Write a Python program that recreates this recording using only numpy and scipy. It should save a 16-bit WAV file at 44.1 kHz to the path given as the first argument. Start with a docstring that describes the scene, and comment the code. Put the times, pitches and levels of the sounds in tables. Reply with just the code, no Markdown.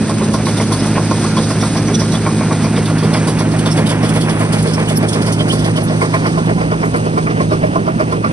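"""A diesel bulldozer crawls past on steel tracks and away to the right, heard on a phone in a field.
About eight times a second a track shoe (one plate of the track) slaps down and makes the frame ring.
Dry pins in the track chain scrape and squeak, rollers rumble over it, and crushed soil hisses.
Underneath, the engine's exhaust, fan and gears drone steadily. The sound changes as first the front,
then the side, then the back of the machine faces the phone."""
import sys
import numpy as np
from scipy import signal
from scipy.fft import rfft, irfft
from scipy.io import wavfile

SR = 44100
rng = np.random.default_rng(int(sys.argv[2]) if len(sys.argv) > 2 else 0)


def int16_out(signal):
    """Quantize to a 16-bit WAV file."""
    q = np.round(np.clip(np.atleast_2d(signal).T, -1, 1) * 32767)
    wavfile.write(sys.argv[1], SR, q.astype(np.int16))


N = 366912
T = np.arange(N) / SR
FREQS = np.arange(N // 2 + 1) * SR / N

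# which side faces the phone: (time [s], bearing [quarter turns: 0 = front, 1 = side, 2 = back])
BEARING = [(0, -0.5), (1.9, -0.3044), (3.2, 0.59), (4.5, 1.1719), (5.7, 1.49), (7.3, 2.04), (8.32, 2)]
# how fast the cylinders fire: (time [s], firing rate [Hz])
ENGINE_SPEED = [(0, 106.4), (.7, 107.8), (2.1, 108.4), (3.5, 108.3), (5.6, 108.5), (6.4, 110.5),
                (7.6, 108.7), (8.32, 109)]
# how far the track has moved: (time [s], shoes laid so far [count])
TRACK_TRAVEL = [(.097, 0), (.728, 5), (2.018, 15), (3.915, 30), (5.905, 46), (6.385, 50), (7.179, 57),
                (7.641, 61), (8.251, 66)]


def undb(db):
    """Turn decibels into a number to multiply by."""
    return 10 ** (np.asarray(db) / 20)


def unit(x):
    """Scale a sound so that its average level (rms) is 1."""
    return x / np.sqrt(np.mean(x ** 2) + 1e-18)


def curves(table, at=T):
    """Read a table between its rows along straight lines: one curve for each column after the first."""
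    positions, *columns = np.transpose(table)
    return [np.interp(at, positions, column) for column in columns]


def facing(values, at=T):
    """Blend three values (front, side, back) by which side of the dozer faces the phone."""
    return np.interp(curves(BEARING, at)[0], np.arange(3), values)


def turned_away():
    """How far the dozer has gone by: 0 until it is side-on, about 1 when seen from behind."""
    return np.maximum(curves(BEARING)[0] - 1, 0)


def colour(x, spectrum):
    """Shape a sound's lows and highs by (frequency [Hz], level [dB]) points; its level comes out as 1."""
    hz, db = np.transpose(spectrum)
    gain = undb(np.interp(np.log(FREQS + 1), np.log(hz), db))
    return unit(irfft(rfft(x) * gain, N))


def treble(x, above_hz, db):
    """Turn the high part of a sound up or down."""
    dull = signal.sosfiltfilt(signal.butter(2, above_hz, fs=SR, output="sos"), x)
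    return dull + (x - dull) * undb(db)


def wander(rate):
    """A random curve, roughly within -1 to 1, that heads for a new value `rate` times a second."""
    points = rng.standard_normal(int(N / SR * 200) + 2)
    return 1.232 * np.interp(T * min(rate, 200), np.arange(len(points)), points)


def tone(hz, wobble_db, wobble_rate):
    """A pure tone whose loudness wavers."""
    cycles = np.cumsum(hz) / SR + rng.random()
    return np.sqrt(2) * np.sin(2 * np.pi * cycles) * undb(wobble_db * wander(wobble_rate))


def grit(rate, spread_db):
    """Tiny random impacts of unequal size, about `rate` of them a second."""
    hits = (rng.random(N) < rate / SR) * np.sign(rng.standard_normal(N))
    return unit(hits * undb(spread_db * np.minimum(rng.exponential(size=N), 4)))


def contacts(times, levels_db, lengths_s, rises_s, share):
    """Each contact is one hard blow, holding `share` of the energy, inside a brief rattle."""
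    out = np.zeros(N)
    rattle = grit(4000, spread_db=1.89)
    signs = rng.choice([-1, 1], len(times))
    for s, db, length, rise, blow, sign in np.broadcast(times, levels_db, lengths_s, rises_s, share, signs):
        span = slice(max(int((s - .05) * SR), 0), int((s + .2) * SR))
        age = T[span] - s
        swell = np.exp(-.5 * np.where(age < 0, (age / rise) ** 2, abs(age / length) ** 1.097))
        force = rattle[span] * swell
        force *= np.sqrt((1 - blow) / np.sum(force ** 2))
        force[np.argmin(abs(age))] += sign * np.sqrt(blow)
        out[span] += force * undb(db) * np.sqrt((length + rise) * SR)
    return out


def resonate(force, modes, patchy_db):
    """Steel shakes at its own pitches (modes), each by an amount that varies with side and chain link."""
    out, power = 0, 0
    for k, (hz, width, *db) in enumerate(modes):
        gain = facing(undb(db)) * undb(patchy_db * wander(8))
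        band = signal.lfilter(*signal.iirpeak(hz, hz / width, fs=SR), force)
        # a second, wider filter cuts more of what lies far from the pitch
        band = signal.lfilter(*signal.iirpeak(hz, hz / (4 * width), fs=SR), band)
        out = out + (-1) ** k * gain * band * np.sqrt(SR / (np.pi * width))
        power = power + gain ** 2
    return out / np.sqrt(power)


def ringing(times, levels_db, pitches_hz, ring_s):
    """Struck steel gives one clear note at each blow, which dies away by 60 dB in `ring_s` seconds."""
    rise_s = .0022
    out = np.zeros(N + SR)
    age = np.arange(SR // 4) / SR
    fade = -np.expm1(-age / rise_s) * np.exp(-np.log(1000) * age / ring_s)
    for s, db, hz, phase in zip(times, levels_db, pitches_hz, rng.random(len(times))):
        start = max(int(s * SR), 0)
        note = np.sqrt(2) * np.sin(2 * np.pi * (hz * age + phase))
        out[start:start + len(age)] += undb(db) * fade * note
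    return out[:N]


def roller_squeal():
    """A dry roller sings faintly for a moment as the dozer comes closer."""
    peak_s, length_s, hz = 0.67, 0.02, 2338.5
    swell = undb(-43) * np.exp(-((T - peak_s) / length_s) ** 2)
    return swell * tone(hz * (1 + .002 * wander(40)), wobble_db=2.9, wobble_rate=20)


def whistle():
    """A thin, high whistle comes and goes, and sinks a little in pitch at its end."""
    # the whistle's path: (time [s], pitch [Hz], level [dB])
    whistle_path = [(.4, 9453, -63), (.75, 9453, -37), (1.1, 9453, -59), (2.4, 9450, -60), (2.9, 9450, -44),
                    (3.98, 9440, -56), (4.03, 9442, -43.5), (4.3, 9457, -37.5), (4.65, 9430, -44),
                    (5.1, 9410, -60)]
    hz, db = curves(whistle_path)
    return undb(db) * tone(hz * (1 + .0008 * wander(60)), wobble_db=2, wobble_rate=25)


def soil():
    """Earth crushed in the tracks hisses in quick, uneven spurts."""
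    # strength of the hiss: (time [s], level [dB])
    hiss_levels = [(0, -28), (.7, -26.5), (1.5, -25), (2.1, -27), (3.1, -31), (4.2, -34.5), (6.0, -30.5),
                   (7, -33.5), (8.32, -37.5)]
    # tone colour of the hiss: (frequency [Hz], level [dB])
    hiss_spectrum = [(1500, 1.5), (2800, -6), (3400, 1), (4000, 1), (5000, 3), (5900, -0.5), (6500, 3.5),
                     (7300, -12), (8100, 2.5), (8800, 1), (10300, -2.5), (11500, -17)]
    hiss = colour(grit(9000, spread_db=2.31), hiss_spectrum)
    hiss = treble(hiss, above_hz=7000, db=facing((-0.03, 0.96, -1.5)))  # the body hides it from behind
    return hiss * undb(curves(hiss_levels)[0] - 2.0 + 1.27 * wander(70) + 1.37 * wander(9))


def gears():
    """The gears whine faintly, and more faintly still from behind."""
    # gear notes: (pitch [Hz], level [dB])
    gear_notes = [(1410, -45), (2493, -49)]
    whine = sum(undb(db) * tone(hz * (1 + 0.00349 * wander(40)), wobble_db=5.02, wobble_rate=9)
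                for hz, db in gear_notes)
    return whine * undb(-7 * turned_away())


def fan(firing_hz):
    """The cooling fan's blades hum in step with the engine, loudest as the radiator goes by."""
    # strength of the hum: (time [s], level [dB])
    fan_levels = [(0, -23.5), (1.4, -20.5), (3.2, -16), (5.5, -18), (7.6, -20), (8.32, -24)]
    blade_hz = 1.471 * firing_hz
    hum = tone(blade_hz, wobble_db=0.48, wobble_rate=12)
    octave = undb(-20) * tone(2 * blade_hz, wobble_db=3.2, wobble_rate=5.5)
    return undb(curves(fan_levels)[0] - 0.2459) * (hum + octave)


def exhaust(firing_hz):
    """The cylinders fire so fast that their puffs blend into a low note with weaker notes around it."""
    # strength of the exhaust: (time [s], firing note [dB], its octave [dB])
    exhaust_levels = [(0, -26.5, -20), (.8, -20, -23), (2.7, -22.5, -22), (3.5, -21.5, -25.5),
                      (5.5, -21, -27), (6.6, -27, -46), (7.7, -25.5, -36), (8.32, -26.5, -39.5)]
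    # weaker engine notes: (pitch [times the firing rate], level [dB])
    weak_notes = [(.5, -44.5), (1.667, -31), (2.333, -37.5), (2.5, -36.5), (3, -37)]
    note_db, octave_db = curves(exhaust_levels)
    note = undb(note_db + 0.56) * tone(firing_hz, wobble_db=1.0, wobble_rate=13)
    octave = undb(octave_db) * tone(2 * firing_hz, wobble_db=1.83, wobble_rate=13)
    weak = sum(undb(db) * tone(k * firing_hz, wobble_db=3.0, wobble_rate=5) for k, db in weak_notes)
    return note + octave + weak


def gas_roar():
    """Rushing engine gas makes a low roar that throbs with each firing."""
    # tone colour of the roar: (frequency [Hz], level [dB])
    roar_spectrum = [(15, -35), (35, -41.5), (60, -6), (85, -10.5), (115, -1.5), (150, -3), (200, -0.5),
                     (260, -2.5), (330, -5), (450, -10.5), (700, -21), (1500, -44.5)]
    firing_phase = 2 * np.pi * np.cumsum(curves(ENGINE_SPEED)[0]) / SR
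    throb = 1 + 0.182 * np.cos(firing_phase)
    return colour(rng.standard_normal(N) * throb, roar_spectrum) * undb(facing((-18.5, -19, -19.5)))


def hood_boom():
    """The engine hood booms toward the front and the side."""
    # tone colour of the boom: (frequency [Hz], level [dB])
    boom_spectrum = [(150, -46), (230, 4), (300, 1), (400, -14.5), (600, -33.5)]
    return colour(rng.standard_normal(N), boom_spectrum) * undb(facing((-27.5, -23.5, -38.5)))


def rollers():
    """Rollers rumble over the track chain, most of all as they cross a joint between two links."""
    # tone colour of the rumble: (frequency [Hz], level [dB])
    rumble_spectrum = [(200, -10.5), (450, -0.5), (650, -2), (900, -4), (1400, -7.5), (2000, -9.5),
                       (2700, -12.5), (3600, -22.5), (6000, -52)]
    joint_db = facing((.6, .7, 1.5)) * np.cos(2 * np.pi * curves(TRACK_TRAVEL)[0])
    bumps = grit(5000, spread_db=2.24) * undb(2.0 * wander(35) + joint_db)
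    rumble = colour(bumps, rumble_spectrum)
    rumble = treble(rumble, above_hz=950, db=-3.5 * turned_away())  # the body hides it from behind
    return rumble * undb(facing((-27, -22, -23)))


def landing_times():
    """The moments at which the track lays down one more shoe."""
    s, laid = np.transpose(TRACK_TRAVEL)
    return np.interp(np.arange(laid[-1] + 1), laid, s)


def pin_turns():
    """List the scrapes: every pin turns a little as its shoe lands, and the driest are much louder."""
    # ordinary scrapes: (time [s], rasp [dB], fizz [dB])
    usual_scrapes = [(0, -34.5, -45.5), (1.7, -31, -42), (2.4, -35, -43.5), (4.3, -26.5, -30.5),
                     (5.6, -39, -47.5), (6.7, -33.5, -49), (8.32, -37, -49.5)]
    # the driest pins, on landing or on the drive wheel: (time [s], rasp [dB], fizz [dB], length [s])
    loud_scrapes = [(0.097, -31.5, -31.5, 0.0089), (0.34, -23.5, -29, 0.012), (0.458, -24.5, -29, 0.03),
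                    (0.574, -25.5, -30, 0.009), (0.614, -26.5, -28.5, 0.014), (0.725, -23.5, -26, 0.015),
                    (0.806, -30.5, -46.5, 0.005), (0.863, -29, -30.5, 0.022), (1.115, -28.5, -39, 0.011),
                    (1.374, -30, -39.5, 0.0049), (1.433, -26.5, -35.5, 0.019), (1.51, -26, -30, 0.01507),
                    (1.616, -27, -30.5, 0.016), (1.772, -23.5, -32, 0.013), (1.952, -25, -28.5, 0.0029),
                    (1.998, -22.5, -30.5, 0.021), (2.122, -24.5, -31, 0.013), (2.646, -28.5, -39, 0.01),
                    (2.765, -24.5, -37.5, 0.0072), (2.858, -25, -31, 0.01), (2.986, -25.5, -33, 0.016),
                    (3.139, -22, -29, 0.012), (3.275, -25, -26, 0.022), (3.389, -26, -32.5, 0.011),
                    (3.593, -25, -27, 0.009), (3.662, -25, -34.5, 0.015), (3.716, -37, -29.5, 0.017),
                    (3.776, -30, -31, 0.022), (3.868, -22.5, -25.5, 0.0097), (3.895, -22.5, -25, 0.012),
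                    (4.031, -25.5, -33, 0.017), (4.094, -25.5, -25.5, 0.0074), (4.141, -31.5, -30, 0.024),
                    (4.213, -23.5, -28, 0.015), (4.396, -32, -29, 0.014), (4.528, -26, -27.5, 0.02),
                    (4.588, -27.5, -33, 0.016), (4.628, -36, -28, 0.0074), (4.676, -27.5, -34, 0.037),
                    (4.738, -30, -30.5, 0.009), (4.889, -29, -26.5, 0.019), (4.973, -37.5, -38.5, 0.0074),
                    (5.088, -23.5, -23.5, 0.01), (5.133, -21, -26, 0.011), (5.221, -23, -28.5, 0.0099),
                    (5.266, -24.5, -28, 0.02), (5.327, -24, -26, 0.011), (5.407, -34.5, -47, 0.0079),
                    (5.484, -28, -28.5, 0.016), (5.523, -24.5, -27, 0.021), (5.594, -28, -34, 0.017),
                    (5.647, -27.5, -33, 0.018), (5.764, -26, -32, 0.014), (5.885, -29, -54, 0.011),
                    (6.017, -30, -31.5, 0.012), (6.142, -31.5, -34, 0.013), (6.268, -25.5, -34, 0.014),
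                    (6.384, -41, -42, 0.008), (6.462, -35, -44, 0.008), (6.853, -43, -35, 0.0137),
                    (6.964, -35.5, -32, 0.012), (7.178, -36, -45.5, 0.009), (7.511, -31.5, -44.5, 0.01),
                    (7.671, -34.5, -43, 0.006), (8.004, -37, -44, 0.012), (8.126, -35, -38.5, 0.01)]
    early_s, jitter_s, length_s, scatter_db = .005, 0.0092, .014, 2
    s = landing_times() - early_s
    lateness, dryness = rng.standard_normal((len(s), 2)).T
    rasp_db, fizz_db = curves(usual_scrapes, s) + scatter_db * dryness
    ordinary = [s + jitter_s * lateness, rasp_db, fizz_db, np.full(len(s), length_s)]
    return np.hstack([np.transpose(loud_scrapes), ordinary])


def pin_squeaks(turns):
    """A pin sticks and slips fast enough to sing for a moment; every scrape also holds two faint squeaks."""
    # the loudest squeaks: (time [s], pitch [Hz], level [dB])
    loud_squeaks = [(.803, 5150, -28), (1.375, 5750, -30.5), (1.382, 3406, -27.5), (1.618, 5540, -29.5),
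                    (1.885, 5980, -29.5), (1.952, 5860, -21), (1.948, 3470, -26.5), (2.0, 5700, -29),
                    (2.155, 3430, -28), (3.669, 3556, -29), (3.695, 3500, -33.5), (3.722, 5367, -23),
                    (3.87, 3010, -31.5), (4.744, 5404, -25.5), (4.889, 2972, -25.5), (4.969, 5350, -27.5),
                    (4.978, 11030, -21), (5.406, 3156, -22), (5.51, 3072, -19.5), (5.773, 3104, -26),
                    (5.843, 10560, -28)]
    squeak_s, width_hz = 0.01325, 140
    waver = 1 + 0.00735 * wander(200)
    roughness = undb(2 * wander(200))
    # uneven slipping smears each squeak into a rough chirp
    slip = np.cumsum(rng.standard_normal(N)) * np.sqrt(2 * np.pi * width_hz / SR)
    when, rasp_db, fizz_db, length = turns
    chance = rng.random((len(when), 4)).T
    low = np.transpose([when + length * chance[0], 3000 + 3000 * chance[1], rasp_db - 9])
    high = np.transpose([when + length * chance[2], 8200 + 2800 * chance[3], fizz_db - 9])
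    out = np.zeros(N)
    for s, hz, db in [*loud_squeaks, *low, *high]:
        span = slice(max(int((s - .05) * SR), 0), int((s + .05) * SR))
        phase = 2 * np.pi * np.cumsum(hz * waver[span]) / SR + slip[span]
        swell = np.exp(-((T[span] - s) / squeak_s) ** 2)
        out[span] += np.sqrt(2) * undb(db + 2.4) * swell * np.sin(phase)
    return out * roughness


def pin_scrapes(turns):
    """Dry pins break loose in their sleeves: short, gritty rasps with a fizz on top."""
    # how the pins ring: (pitch [Hz], width [Hz], front [dB], side [dB], back [dB])
    pin_modes = [(2972, 183, -16, 0, -6), (3410, 228, -6, 5.5, -6), (4237, 810, -3, 1.5, -4.5),
                 (4856, 590, 0, 6.5, 3.5), (5743, 436, -1.5, -2.5, -2)]
    # tone colour of the fizz: (frequency [Hz], level [dB])
    fizz_spectrum = [(4500, -44.5), (6500, 5.5), (8500, 3.5), (10500, 9.5), (11500, 3.5)]
    rise_s = 0.0036
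    s, rasp_db, fizz_db, length_s = turns
    rasp = resonate(contacts(s, rasp_db, length_s, rise_s, share=0.024), pin_modes, patchy_db=3.0)
    rubbing = contacts(s, fizz_db, length_s, rise_s, share=0)
    fizz = np.std(rubbing) * colour(rubbing, fizz_spectrum)
    return undb(-2) * rasp + undb(2) * fizz


def shoe_landings():
    """List every landing, hard or ordinary; no two shoes are tuned quite alike."""
    # ordinary landings: (time [s], thud [dB], clang [dB], crack [dB], frame ring [dB], shoe ring [dB])
    usual_levels = [(0, -22.5, -26, -47.5, -24.5, -32.5), (2.0, -24, -25, -32, -23, -24.5),
                    (3.5, -18.5, -23.5, -29, -22, -32), (5.5, -22, -29.5, -27.5, -17, -24.5)]
    # hard landings: (time [s], thud [dB], clang [dB], crack [dB], frame ring [dB], shoe ring [dB],
    # frame pitch [Hz], shoe pitch [Hz])
    hard_landings = [(.214, -19, -23, -40, -38.5, -24.5, 634, 1092),
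                     (.342, -19.5, -22.5, -35.5, -23, -15, 645.6, 1062),
                     (.47, -16.5, -23, -25.5, -28.5, -21, 634, 1091),
                     (.602, -22, -22.5, -25, -19.5, -30, 628.6, 1123),
                     (.716, -20.5, -18.5, -31.5, -30.5, -18, 603, 1043),
                     (.98, -15.5, -21.5, -39, -19.5, -23.5, 625, 1080),
                     (1.113, -16.5, -20, -33, -24.5, -17, 603, 1061),
                     (1.246, -23, -19.5, -37, -28, -29, 590, 1076),
                     (1.371, -20, -22, -33, -28, -15.5, 689, 1033),
                     (1.387, -26, -31, -34.5, -26.5, -25, 633, 1070),
                     (1.628, -24.5, -18.5, -28.5, -27.5, -24, 661, 1126),
                     (1.758, -17, -24.5, -28.5, -26, -23, 634, 1057),
                     (1.888, -18, -24, -28, -30.5, -24, 633.3, 1038),
                     (2.141, -24, -21.5, -33.5, -21.5, -28, 644, 1052),
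                     (2.265, -20, -19, -27, -20, -19.5, 610, 1068),
                     (2.411, -31.5, -23, -25.5, -19.5, -24.5, 634, 1087),
                     (2.512, -20.5, -20.5, -27, -19.5, -19, 638, 1120),
                     (2.644, -20.5, -22.5, -27, -19, -29.5, 651, 1097),
                     (3.148, -20.5, -19.5, -22.5, -18, -36.5, 634, 1066),
                     (3.279, -18, -23, -30, -22, -27, 633, 1064),
                     (3.543, -28, -26, -29.5, -17.5, -34.5, 633, 1063),
                     (4.036, -24.5, -27, -28.5, -19, -26, 637, 1066),
                     (4.41, -28.5, -24, -24, -18.5, -27, 633, 1085),
                     (4.661, -19, -37.5, -28.5, -18, -25, 639.4, 1066),
                     (4.782, -17, -23, -23.5, -20, -23.5, 634, 1070),
                     (5.034, -19.5, -27, -25, -14.5, -28.5, 629.1, 1070),
                     (6.022, -15, -16.5, -15.5, -14.5, -14.5, 646.6, 1042),
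                     (6.145, -22.5, -18, -15.5, -14.5, -12, 649.3, 1045),
                     (6.26, -20, -17.5, -18.5, -24.5, -24, 630, 1066),
                     (6.38, -23, -20, -30, -16.5, -17, 639.2, 1045),
                     (6.497, -16.5, -25, -22, -22, -30.5, 635, 1073),
                     (6.585, -23, -27, -29.5, -21, -27, 741, 1012),
                     (6.617, -28, -24, -24.5, -16.5, -24, 618, 1070),
                     (6.723, -21.5, -19, -25.5, -14.5, -16.5, 620, 1047),
                     (6.836, -18.5, -18.5, -21, -20.5, -18, 644, 1028),
                     (6.949, -17, -18, -22.5, -20.5, -17, 591, 1032),
                     (7.067, -17.5, -26, -41, -19.5, -23.5, 606, 1006),
                     (7.179, -15.5, -20.5, -23, -14.5, -12, 734.4, 1052),
                     (7.275, -22, -22.5, -22.5, -24.5, -20, 670, 1190),
                     (7.31, -24.5, -31, -36.5, -23.5, -30, 634, 1064),
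                     (7.407, -16, -31, -21, -13.5, -14, 597, 1070),
                     (7.522, -15, -15.5, -24.5, -10.5, -20.5, 617, 1165),
                     (7.641, -17, -33, -23.5, -6.5, -23.5, 619, 1054),
                     (7.762, -16, -19, -34.5, -12.5, -11.5, 659.6, 1045),
                     (7.881, -19.5, -19, -32.5, -12, -19, 639.4, 1013),
                     (8.005, -23.5, -17.5, -21, -9.5, -20.5, 621, 1083),
                     (8.129, -15.5, -20, -27.5, -17.5, -15.5, 626, 1039),
                     (8.248, -21, -17, -22.5, -18, -13, 607.7, 1167)]
    frame_hz, shoe_hz, detune, scatter_db = 634, 1066, .025, 2
    s, hard = landing_times(), np.array(hard_landings)
    levels_db = np.transpose(curves(usual_levels, s)) + scatter_db * rng.uniform(-1.22, 1, (len(s), 5))
    pitches_hz = np.array([frame_hz, shoe_hz]) * (1 + detune * rng.uniform(-1.25, 1, (len(s), 2)))
    ordinary = np.column_stack([s, levels_db, pitches_hz])
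    no_hard_nearby = np.min(abs(s[:, None] - hard[:, 0]), axis=1) > .05
    return np.vstack([hard, ordinary[no_hard_nearby]]).T


def track_shoes():
    """Each shoe lands steel on steel with a thud, a clang and a crack; then frame and shoe ring on."""
    # low modes of shoes and frame: (pitch [Hz], width [Hz], front [dB], side [dB], back [dB])
    thud_modes = [(325, 108, 0.5, -6, -1.5), (423.3, 51, -2, 4, 4.5), (489.5, 55.3, -6, 2.5, -3),
                  (573, 83, -13, -13.5, -5.5), (700.8, 116, -6, -10, -1)]
    # their higher modes: (pitch [Hz], width [Hz], front [dB], side [dB], back [dB])
    clang_modes = [(860, 203, 3.5, 7, -6.5), (1065.2, 126, 2.5, 7.5, -2), (1190.2, 67, -1.5, -0.5, -1),
                   (1387.5, 104, -5, 2.5, 0)]
    # tone colour of the crack: (frequency [Hz], level [dB])
    crack_spectrum = [(1100, -13), (1600, 2.5), (2350, 4.5), (2900, -31.5), (6000, -27)]
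    s, thud_db, clang_db, crack_db, frame_db, shoe_db, frame_hz, shoe_hz = shoe_landings()
    blow = dict(lengths_s=facing((0.015, 0.016, 0.011), s), rises_s=facing((.0035, .0055, .007), s),
                share=facing((.2, .07, .04), s))
    thud = resonate(contacts(s, thud_db + 1.9, **blow), thud_modes, patchy_db=2.5)
    other_track = contacts(s - 0.013, clang_db + facing((-12, -7, -7), s), **blow)  # lands just before
    this_track = contacts(s, clang_db + 0.24, **blow)
    clang = resonate(this_track + other_track, clang_modes, patchy_db=1.5)
    crack_force = contacts(s, crack_db - 1.49, **blow)
    crack = np.std(crack_force) * colour(crack_force, crack_spectrum)
    ring_start = s - facing((.003, .005, .006), s)
    frame = ringing(ring_start, frame_db + 1.2, frame_hz, ring_s=.11)
    shoe = ringing(ring_start, shoe_db + 2.6, shoe_hz, ring_s=.09)
    overtone_hz = 1420 * (1 + .025 * rng.uniform(-1, 1, len(s)))  # the shoe's fainter, higher note
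    overtone = ringing(ring_start, shoe_db - 14.5, overtone_hz, ring_s=0.095)
    return thud + clang + crack + frame + shoe + overtone


def clatter(turns):
    """All the noisy parts of the machine, with fresh random detail on each call."""
    return gas_roar() + rollers() + hood_boom() + track_shoes() + pin_scrapes(turns) + soil()


def microphones(direct, scattered):
    """Left and right differ by the dozer's bearing, scattered sound and the phone's stereo processing."""
    # left against right: (frequency [Hz], left's lead head-on [radians], extra lead [radians per
    # quarter turn], left minus right before scaling by bearing [dB], likeness [0-1])
    microphone_pair = [(0, 0, 0, 0, 1), (80, 0, -0.03, -0.6, .995), (160, 0, -0.28, -1.9, .985),
                       (265, 0, -0.36, -2.5, 0.96), (525, 0, -0.78, -2, 0.92), (830, 0, -1.08, -2.3, 0.92),
                       (1390, 0, -1.42, -2, 0.92), (2170, 0, -1.68, -0.1, .88),
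                       (2950, 0.88, -3, -4.5, 0.78), (4760, 1, -2.5, -7.5, 0.1), (5540, 0.1, -1.6, -12, 0),
                       (6250, -2, 0.5, -4.5, 0.73), (7200, -3.5, 0, 1, 1), (8030, -4.5, -0.5, 3, 0.72),
                       (8700, -6.5, 0.5, -1.5, 0.93), (9930, -6.5, 0, 0, 0.8), (10860, -9, -0.5, 0, 1)]
    hz, s, (mid, side) = signal.stft(np.array([direct, scattered]), SR, nperseg=1024)
    head_on, turning, pan_db, likeness = (column[:, None] for column in curves(microphone_pair, hz))
    bearing = np.clip(curves(BEARING, s)[0], 0, 2)
    lead = head_on + turning * bearing
    pan_db = pan_db * (.65 + .3 * bearing)  # the phone shades its left side as the dozer moves right
    sign = np.array([1, -1])[:, None, None]  # left, right
    gain = undb(sign * pan_db / 2) / np.sqrt((undb(pan_db) + undb(-pan_db)) / 2)
    blend = mid * np.sqrt((1 + likeness) / 2) + sign * side * np.sqrt((1 - likeness) / 2)
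    stereo = blend * gain * np.exp(.5j * sign * lead)
    return signal.istft(stereo, SR, nperseg=1024)[1][:, :N]


def scene():
    """The dozer in the open field, with no echo."""
    turns = pin_turns()
    firing_hz, = curves(ENGINE_SPEED)
    drone = exhaust(firing_hz) + fan(firing_hz) + gears()
    direct = drone + whistle() + roller_squeal() + pin_squeaks(turns) + clatter(turns)
    return microphones(direct, scattered=clatter(turns))


def record(dry):
    """The phone clips any peak that is too loud and cuts off the highest treble."""
    top_hz = 11100
    return signal.sosfilt(signal.ellip(10, .2, 70, top_hz, fs=SR, output="sos"), np.clip(dry, -1, 1))


dry = scene()
out = record(dry)
int16_out(out)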